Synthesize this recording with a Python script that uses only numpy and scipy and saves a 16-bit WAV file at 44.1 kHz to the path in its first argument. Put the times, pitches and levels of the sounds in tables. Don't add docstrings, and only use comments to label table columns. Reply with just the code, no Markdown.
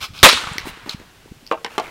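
import sys
import numpy as np
from scipy import signal
from scipy.fft import rfft, irfft
from scipy.io import wavfile
from scipy.ndimage import uniform_filter1d

SR = 44100
rng = np.random.default_rng(int(sys.argv[2]) if len(sys.argv) > 2 else 0)


def put_to_file(sound):
    columns = np.atleast_2d(sound).T
    safe = np.clip(columns, -1, 1)
    whole_steps = np.round(safe * 32767)
    wavfile.write(sys.argv[1], SR, whole_steps.astype(np.int16))


def rack_gain(trim_db):
    fader = np.asarray(trim_db, float)
    return 10 ** (fader / 20)


N = 83790


def evened(x):
    return x / np.sqrt(np.mean(x ** 2) + 1e-20)


def noise(size=N):
    return rng.standard_normal(size)


def seconds(size):
    return np.arange(size) / SR


def decay(t, t60_s):
    return rack_gain(-60 * t / t60_s)


def read(points, hz):
    f, value = np.transpose(points)
    return np.interp(np.log(hz + 1), np.log(f + 1), value)


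def add(mix, start_s, sound):
    part = mix[round(start_s * SR):][:len(sound)]
    part += sound[:len(part)]


def colour(x, points):
    hz = np.fft.rfftfreq(len(x), 1 / SR)
    return irfft(rfft(x) * rack_gain(read(points, hz)), len(x))


def resonate(x, hz, width_hz):
    turn = np.exp(2j * np.pi * hz * seconds(len(x)))
    r = np.exp(-np.pi * width_hz / SR)
    return 2 * (turn * signal.lfilter([1 - r], [1, -r], x / turn)).real


def grit(size, per_s, spread_db):
    hit, sign, size_draw = rng.random((size, 3)).T
    level = rack_gain(-spread_db * np.log(size_draw + 0.0072))
    return evened((hit < per_s / SR) * np.sign(sign - .5) * level)


# (frequency [Hz], density [dB per Hz])
HISS_COLOUR = [(12, -34), (20, 1), (49, -7.5), (293, -7.5), (607, -13.5), (780, -12.5), (976, -17),
               (2910, -15.5), (16000, -30.5)]
HISS_DB = -50.5
# (time [s], level [dB])
BREEZE = [(0.0, -55), (0.2, -40.5), (0.348, -44), (0.528, -45), (0.608, -47), (0.8, -54), (1.1, -54),
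          (1.36, -57), (1.524, -68), (1.78, -60), (1.9, -66)]


def air():
    hiss = rack_gain(HISS_DB) * evened(colour(noise(), HISS_COLOUR))
    lumps = rack_gain(5.2 * evened(colour(noise(), [(2, -2.5), (12, 20.5), (30, -57), (100, -120)])))
    rumble = colour(noise(), [(15, -20), (40, -0.5), (110, -0.5), (250, -11.0), (600, -57.5)])
    level_db = np.interp(seconds(N), *np.transpose(BREEZE))
    return hiss + rack_gain(level_db) * evened(rumble * lumps)


# (start [s], length [s], level [dB], colour shift [ratio], brightness [dB])
SCUFFS = [
    (.004, 0.065, -27.5, 0.93, 7),
    (0.654, 0.034, -39.5, 0.25, -9),
    (0.134, 0.11, -37, 0.94, 2),
    (0.652, 0.057, -35, 0.75, 20),
    (0.858, 0.041, -38, 0.34, 13),
    (0.891, 0.054, -33.5, 0.91, -11),
    (0.992, 0.062, -51, 0.31, 6),
    (1.554, 0.072, -51.5, 0.25, 5),
    (1.692, 0.094, -41, 0.49, 10.5),
    (1.81, 0.1, -37, 0.4, 10),
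]
# (frequency [Hz], width [Hz], level [dB])
SOLE = [(1412, 560, 1), (2590, 610, -2.5), (3520, 1800, 7), (5180, 380, -5), (11000, 9400, -16)]


def scuffs():
    track = np.zeros(N)
    for start_s, length_s, db, shift, bright_db in SCUFFS:
        t = np.arange(0, length_s, 1 / SR)
        clicks = grit(8192, per_s=6000, spread_db=1.2)
        flutter = 1 + 0.2 * evened(uniform_filter1d(noise(8192), 150))
        drive = (clicks * flutter)[:len(t)]
        body = np.zeros(len(t))
        for hz, width_hz, mode_db in SOLE:
            moved_hz = hz * min(shift, 1.3)
            mode = resonate(resonate(drive, moved_hz, width_hz), moved_hz, 2 * width_hz)
            body += rack_gain(mode_db + bright_db * (hz > 6000)) * evened(mode)
        swell = np.sin(np.pi * (t / length_s) ** 0.83) ** 0.55
        add(track, start_s, rack_gain(db) * evened(body) * swell)
    return track


# (time [s], peak [dB], pitch [Hz], length [cycles])
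THUDS = [(0.107, -36, 90, 1.3), (0.132, -32.5, 111, 1.1), (0.442, -31.5, 150, 1.8), (0.474, -26, 118, 1.3),
         (0.519, -23.5, 136.5, 2.1), (0.559, -29, 243, 2.25), (0.643, -31, 50, 1.1),
         (.657, -29, 199.6, 1.75), (0.583, -25, 282, 1.4), (.03, -37, 80, 2.9), (0.673, -20.5, 330, 2.5),
         (.697, -28, 128, 0.92), (0.774, -33, 283, 1.7), (.864, -27.5, 300, 2.4), (0.878, -28, 275, 4.2),
         (.948, -20.5, 157.4, 1.6), (1.002, -28.5, 247, 1.1), (1.015, -33, 310, 1.5),
         (1.087, -41.5, 78.5, 1.2), (1.26, -35, 376, 2.8), (1.317, -27, 91, 0.95), (1.322, -29, 258, 2),
         (1.431, -42, 256, 3.9)]


def thuds():
    track = np.zeros(N)
    t = np.arange(-400, 400) / SR
    for time_s, db, hz, cycles in THUDS:
        push = np.sin(2 * np.pi * hz * t + 0.75) * np.exp(-(3.8 * t * hz / cycles) ** 2)
        add(track, time_s - 400 / SR, -rack_gain(db) * push)
    return track


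# (time [s], peak [dB], pitch [Hz], ring t60 [s], glide [ratio])
TICKS = [(.0865, -35, 1990, 0.0067, 0.65), (0.5823, -15.5, 3300, .008, 0.85),
         (0.1917, -18, 4200, 0.008, 0.86), (0.534, -26.5, 8500, .012, 0.9),
         (.582, -13.5, 2040, 0.019, 0.97), (.582, -13, 4790, 0.011, 1.03),
         (0.5818, -21, 6600, 0.0074, 0.95), (0.5822, -29, 11000, 0.0063, 1.01),
         (0.596, -25, 2000, 0.0077, 1.01), (.772, -46, 7000, .006, 1.01), (.999, -41, 6000, .006, 1.1),
         (1.278, -40, 1010, 0.016, 0.93), (1.466, -26.5, 4380, 0.006, 1.1), (1.475, -26, 4730, .006, 0.66),
         (1.859, -28, 2156, 0.014, 1.08), (.862, -33, 1190, 0.017, 1.1)]


def ticks():
    track = np.zeros(N)
    t = seconds(1500)
    for time_s, db, hz, t60_s, glide in TICKS:
        u = rng.random((7, 2, 1))
        turns = np.cumsum(1 + (glide - 1) * np.minimum(t / 0.0065, 1)) * hz / SR
        ring = np.sin(2 * np.pi * (turns * (.86 + 0.31 * u[:, 0]) + u[:, 1])).sum(0)
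        ring += .5 * np.diff(noise(len(t) + 1)) * decay(t, 0.0037)
        ring *= np.minimum(t / 0.00031, 1) * decay(t, t60_s)
        add(track, time_s, rack_gain(db) * ring / abs(ring).max())
    return track


SLAP_S, SLAP_DB = .2298, 18.5
# (frequency [Hz], density [dB per Hz])
SLAP_COLOUR = [(35, -76.5), (60, -15.5), (1200, -6.5), (1700, -9.5), (2190, -9), (3270, -8), (3850, -8),
               (4750, -19.5), (9000, -24), (16000, -31)]


def slap():
    t = seconds(4096)
    drag = grit(len(t), 12000, 2.04) * rack_gain(-20 * t / 0.013)
    crack = colour(drag, SLAP_COLOUR) * np.minimum(t / 0.00028, 1) * np.clip((t[-1] - t) / .02, 0, 1)
    return rack_gain(SLAP_DB) * 4 * crack / np.linalg.norm(crack)


def boom():
    t = seconds(4096)
    return rack_gain(4.5) * decay(t, 0.049) * np.sin(2 * np.pi * 86.4 * t)


# (delay [s], level [dB])
WALLS = [(.0035, -3.5), (.0085, -0.5), (.0115, 1), (0.0173, 3), (.021, -14.5), (.028, -5.5), (0.035, -13.5),
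         (0.059, -12), (.068, -20.5), (0.099, -21.5)]


def near_walls():
    response, shot_returns = np.zeros(SR // 4), np.zeros(N)
    for delay_s, db in WALLS:
        add(response, delay_s, rack_gain(db) * grit(120, 12000, 1.44) / 11)
        add(shot_returns, SLAP_S + delay_s, rack_gain(db - 2.0) * slap())
    return response, shot_returns


def tail(decays, delay_s):
    hz, t, z = signal.stft(grit(2 * SR, 5000, 1.6), SR, nperseg=256)
    fading = z * decay(t, read(decays, hz)[:, None])
    x = signal.istft(fading, SR, nperseg=256)[1][:2 * SR]
    x = x * np.clip(seconds(len(x)) / delay_s, 0, 1)
    return x / np.linalg.norm(x)


GARAGE_DB, STREET_DB = -1, -16
# (frequency [Hz], t60 [s])
GARAGE = [(100, 0.081), (500, 0.26), (1500, 0.28), (4000, 0.39), (9000, 0.38), (15000, 0.06)]
# (frequency [Hz], t60 [s])
STREET = [(100, 0.55), (500, 1.72), (1500, 1.79), (4000, 1.44), (9000, 1.12), (15000, 0.57)]


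def reverb():
    return rack_gain(GARAGE_DB) * tail(GARAGE, 0.013) + rack_gain(STREET_DB) * tail(STREET, 0.02)


# (frequency [Hz], gain [dB])
YARD_COLOUR = [(200, -10), (480, -6), (660, -12), (900, -2), (1200, -1), (2300, -3.5), (3800, -4.5),
               (5200, -12.5), (9000, -18), (15500, -22.5)]


def yard(space):
    echo = colour(space, YARD_COLOUR) * np.minimum(np.arange(len(space)) / 200, 1)
    return rack_gain(SLAP_DB + 10.5) * echo / np.linalg.norm(echo)


# (start [s], length [s], level [dB], pitch [Hz], width [Hz])
PANELS = [(.237, 0.033, -7.5, 1200, 500), (.252, 0.02, -9, 750, 300), (.256, .03, -13, 500, 200),
          (.246, .03, -9, 2200, 500), (.284, 0.022, -10, 3800, 700), (.286, .02, -16, 5100, 700),
          (.28, .025, -14, 1100, 600), (.316, 0.024, -18.5, 2300, 360), (.322, .02, -17.5, 3700, 930),
          (.312, .012, -20.5, 5260, 450), (.345, 0.053, -26, 3650, 840), (.372, 0.012, -23.5, 1220, 930),
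          (.436, .012, -27.5, 1100, 740), (.468, .012, -26.5, 1050, 660)]


def panels():
    track = np.zeros(N)
    for start_s, length_s, db, hz, width_hz in PANELS:
        t = np.arange(0, length_s, 1 / SR)
        drive = grit(4096, per_s=5000, spread_db=2.5)[:len(t)]
        body = resonate(resonate(drive, hz, width_hz), hz, 2 * width_hz)
        swell = np.sin(np.pi * (t / length_s) ** 0.72) ** 0.62
        add(track, start_s, rack_gain(db) * evened(body) * swell)
    return track


def squeak():
    t = np.arange(-300, 600) / SR
    hz = 4270 - 900 * np.tanh(t / 0.004)
    shape = np.where(t < 0, np.exp(-(t / 0.0012) ** 2), decay(t, 0.018))
    rough = 1 + 1.125 * uniform_filter1d(noise(len(t)), 8)
    return rack_gain(-14.5) * shape * np.sin(2 * np.pi * np.cumsum(hz) / SR) * rough


# (time [s], peak [dB], strongest [Hz], treble slope [dB per octave], ring t60 [s])
KNOCKS = [
    (1.5127, -22, 2518, -8, 0.026),
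    (1.522, -22, 2700, -9, 0.06),
    (1.6464, -14, 2997, -10, 0.032),
    (1.647, -24.5, 596, -5, 0.043),
    (1.663, -23, 2030, -5, 0.024),
    (1.78, -11.5, 2870, -6.5, 0.044),
    (1.781, -17, 900, -12, 0.074),
    (1.797, -21.5, 5000, -11, 0.035),
]


def knocks():
    track = np.zeros(N)
    t = seconds(4096)
    for time_s, db, top_hz, slope_db, t60_s in KNOCKS:
        u = rng.random((120, 3, 1))
        hz = 260 * 55 ** ((np.arange(len(u))[:, None] + u[:, 0]) / len(u))
        octaves = np.log2(hz / top_hz)
        level_db = np.where(octaves > 0, slope_db, 6.5) * octaves + 4 * (u[:, 1] - .5)
        fall = decay(t, t60_s / (hz / top_hz) ** 0.37)
        modes = rack_gain(level_db) * fall * np.sin(2 * np.pi * (hz * t + 0.874 * u[:, 2]))
        body = modes.sum(0)
        add(track, time_s, rack_gain(db) * body / abs(body).max() * np.minimum(t / 0.00023, 1))
    return track


# (time [s], peak [dB], pitch [Hz], t60 [s])
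RINGS = [(1.5146, -8.5, 1183, 0.023), (1.5146, -19, 1088, 0.083), (1.5135, -15.5, 460, 0.099),
         (1.5135, -21.5, 330, 0.068), (1.516, -21, 583, 0.088), (1.516, -21, 793, 0.074),
         (1.5225, -19, 914, 0.064), (1.5146, -28, 1330, .06), (1.5145, -28, 2950, .025),
         (1.536, -33, 2700, .03), (1.518, -33, 3900, .03), (1.5146, -26.5, 1548, 0.099),
         (1.515, -21.5, 2400, 0.028), (1.531, -16, 640, .035), (1.5415, -22.5, 595, 0.028),
         (1.6463, -9, 3500, .003), (1.6464, -15, 5400, .004), (1.6464, -22, 7200, .004),
         (1.649, -24, 3000, .03), (1.648, -18.5, 1000, 0.017), (1.648, -27.5, 465, 0.11),
         (1.648, -27, 820, 0.046), (1.648, -26.5, 1550, 0.066), (1.649, -28, 2130, .04),
         (1.6632, -15, 1900, .007), (1.7803, -13, 1300, .008), (1.782, -21, 1190, .06),
         (1.782, -24, 1420, .06), (1.781, -22, 2100, .04), (1.808, -28, 1350, .03),
         (1.78, -6.5, 700, 0.011), (1.78, -18, 412, .09), (1.781, -22.5, 656, .09),
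         (1.781, -20, 815, 0.065), (1.786, -19, 1096, 0.045), (1.78, -18, 3300, .016),
         (1.78, -22, 2638, .03), (1.784, -27, 3030, .04), (1.7965, -22, 470, 0.046),
         (1.7985, -17, 720, .045), (1.812, -25, 675, 0.026), (.5822, -16, 3400, .004),
         (1.4662, -30, 2800, .003), (1.4752, -30, 2800, .003), (.8625, -26, 1000, .012),
         (.657, -31, 900, .04)]


def rings():
    track = np.zeros(N)
    t = seconds(4096)
    for time_s, db, hz, t60_s in RINGS:
        mode = np.sin(2 * np.pi * hz * t) * np.minimum(t / .00015, 1)
        add(track, time_s, rack_gain(db) * decay(t, t60_s) * mode)
    return track


def scene():
    breeze = air()
    small = scuffs() + ticks()
    add(small, .8948 - 300 / SR, squeak())
    soft = thuds()
    add(soft, SLAP_S, boom())
    shot = np.zeros(N)
    add(shot, SLAP_S, slap())
    hits = knocks() + rings()

    walls, back = near_walls()
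    space = reverb()
    add(back, SLAP_S, yard(space))
    back += panels()
    dull = signal.lfilter([.25], [1, -.75], hits)
    echo = signal.fftconvolve(rack_gain(-12.0) * dull + rack_gain(-18.5) * small, walls)[:N]
    wet = signal.fftconvolve(rack_gain(-19.5) * dull + rack_gain(-19.0) * small, space)[:N]
    low_cut = signal.butter(3, 210, "high", fs=SR, output="sos")
    hard = signal.sosfilt(low_cut, hits + echo + wet + back)
    return (shot + hard + small + soft + breeze)[None]


def top_cut(x):
    return signal.sosfilt(signal.butter(12, 20000, fs=SR, output="sos"), x)


def record(dry):
    clipped = np.clip(dry, -.98, .98)
    band_limit = signal.firwin(255, 15900, fs=SR)
    mix = signal.oaconvolve(clipped, band_limit[None], "same")
    return top_cut(mix)


dry = scene()
out = record(dry)
put_to_file(out)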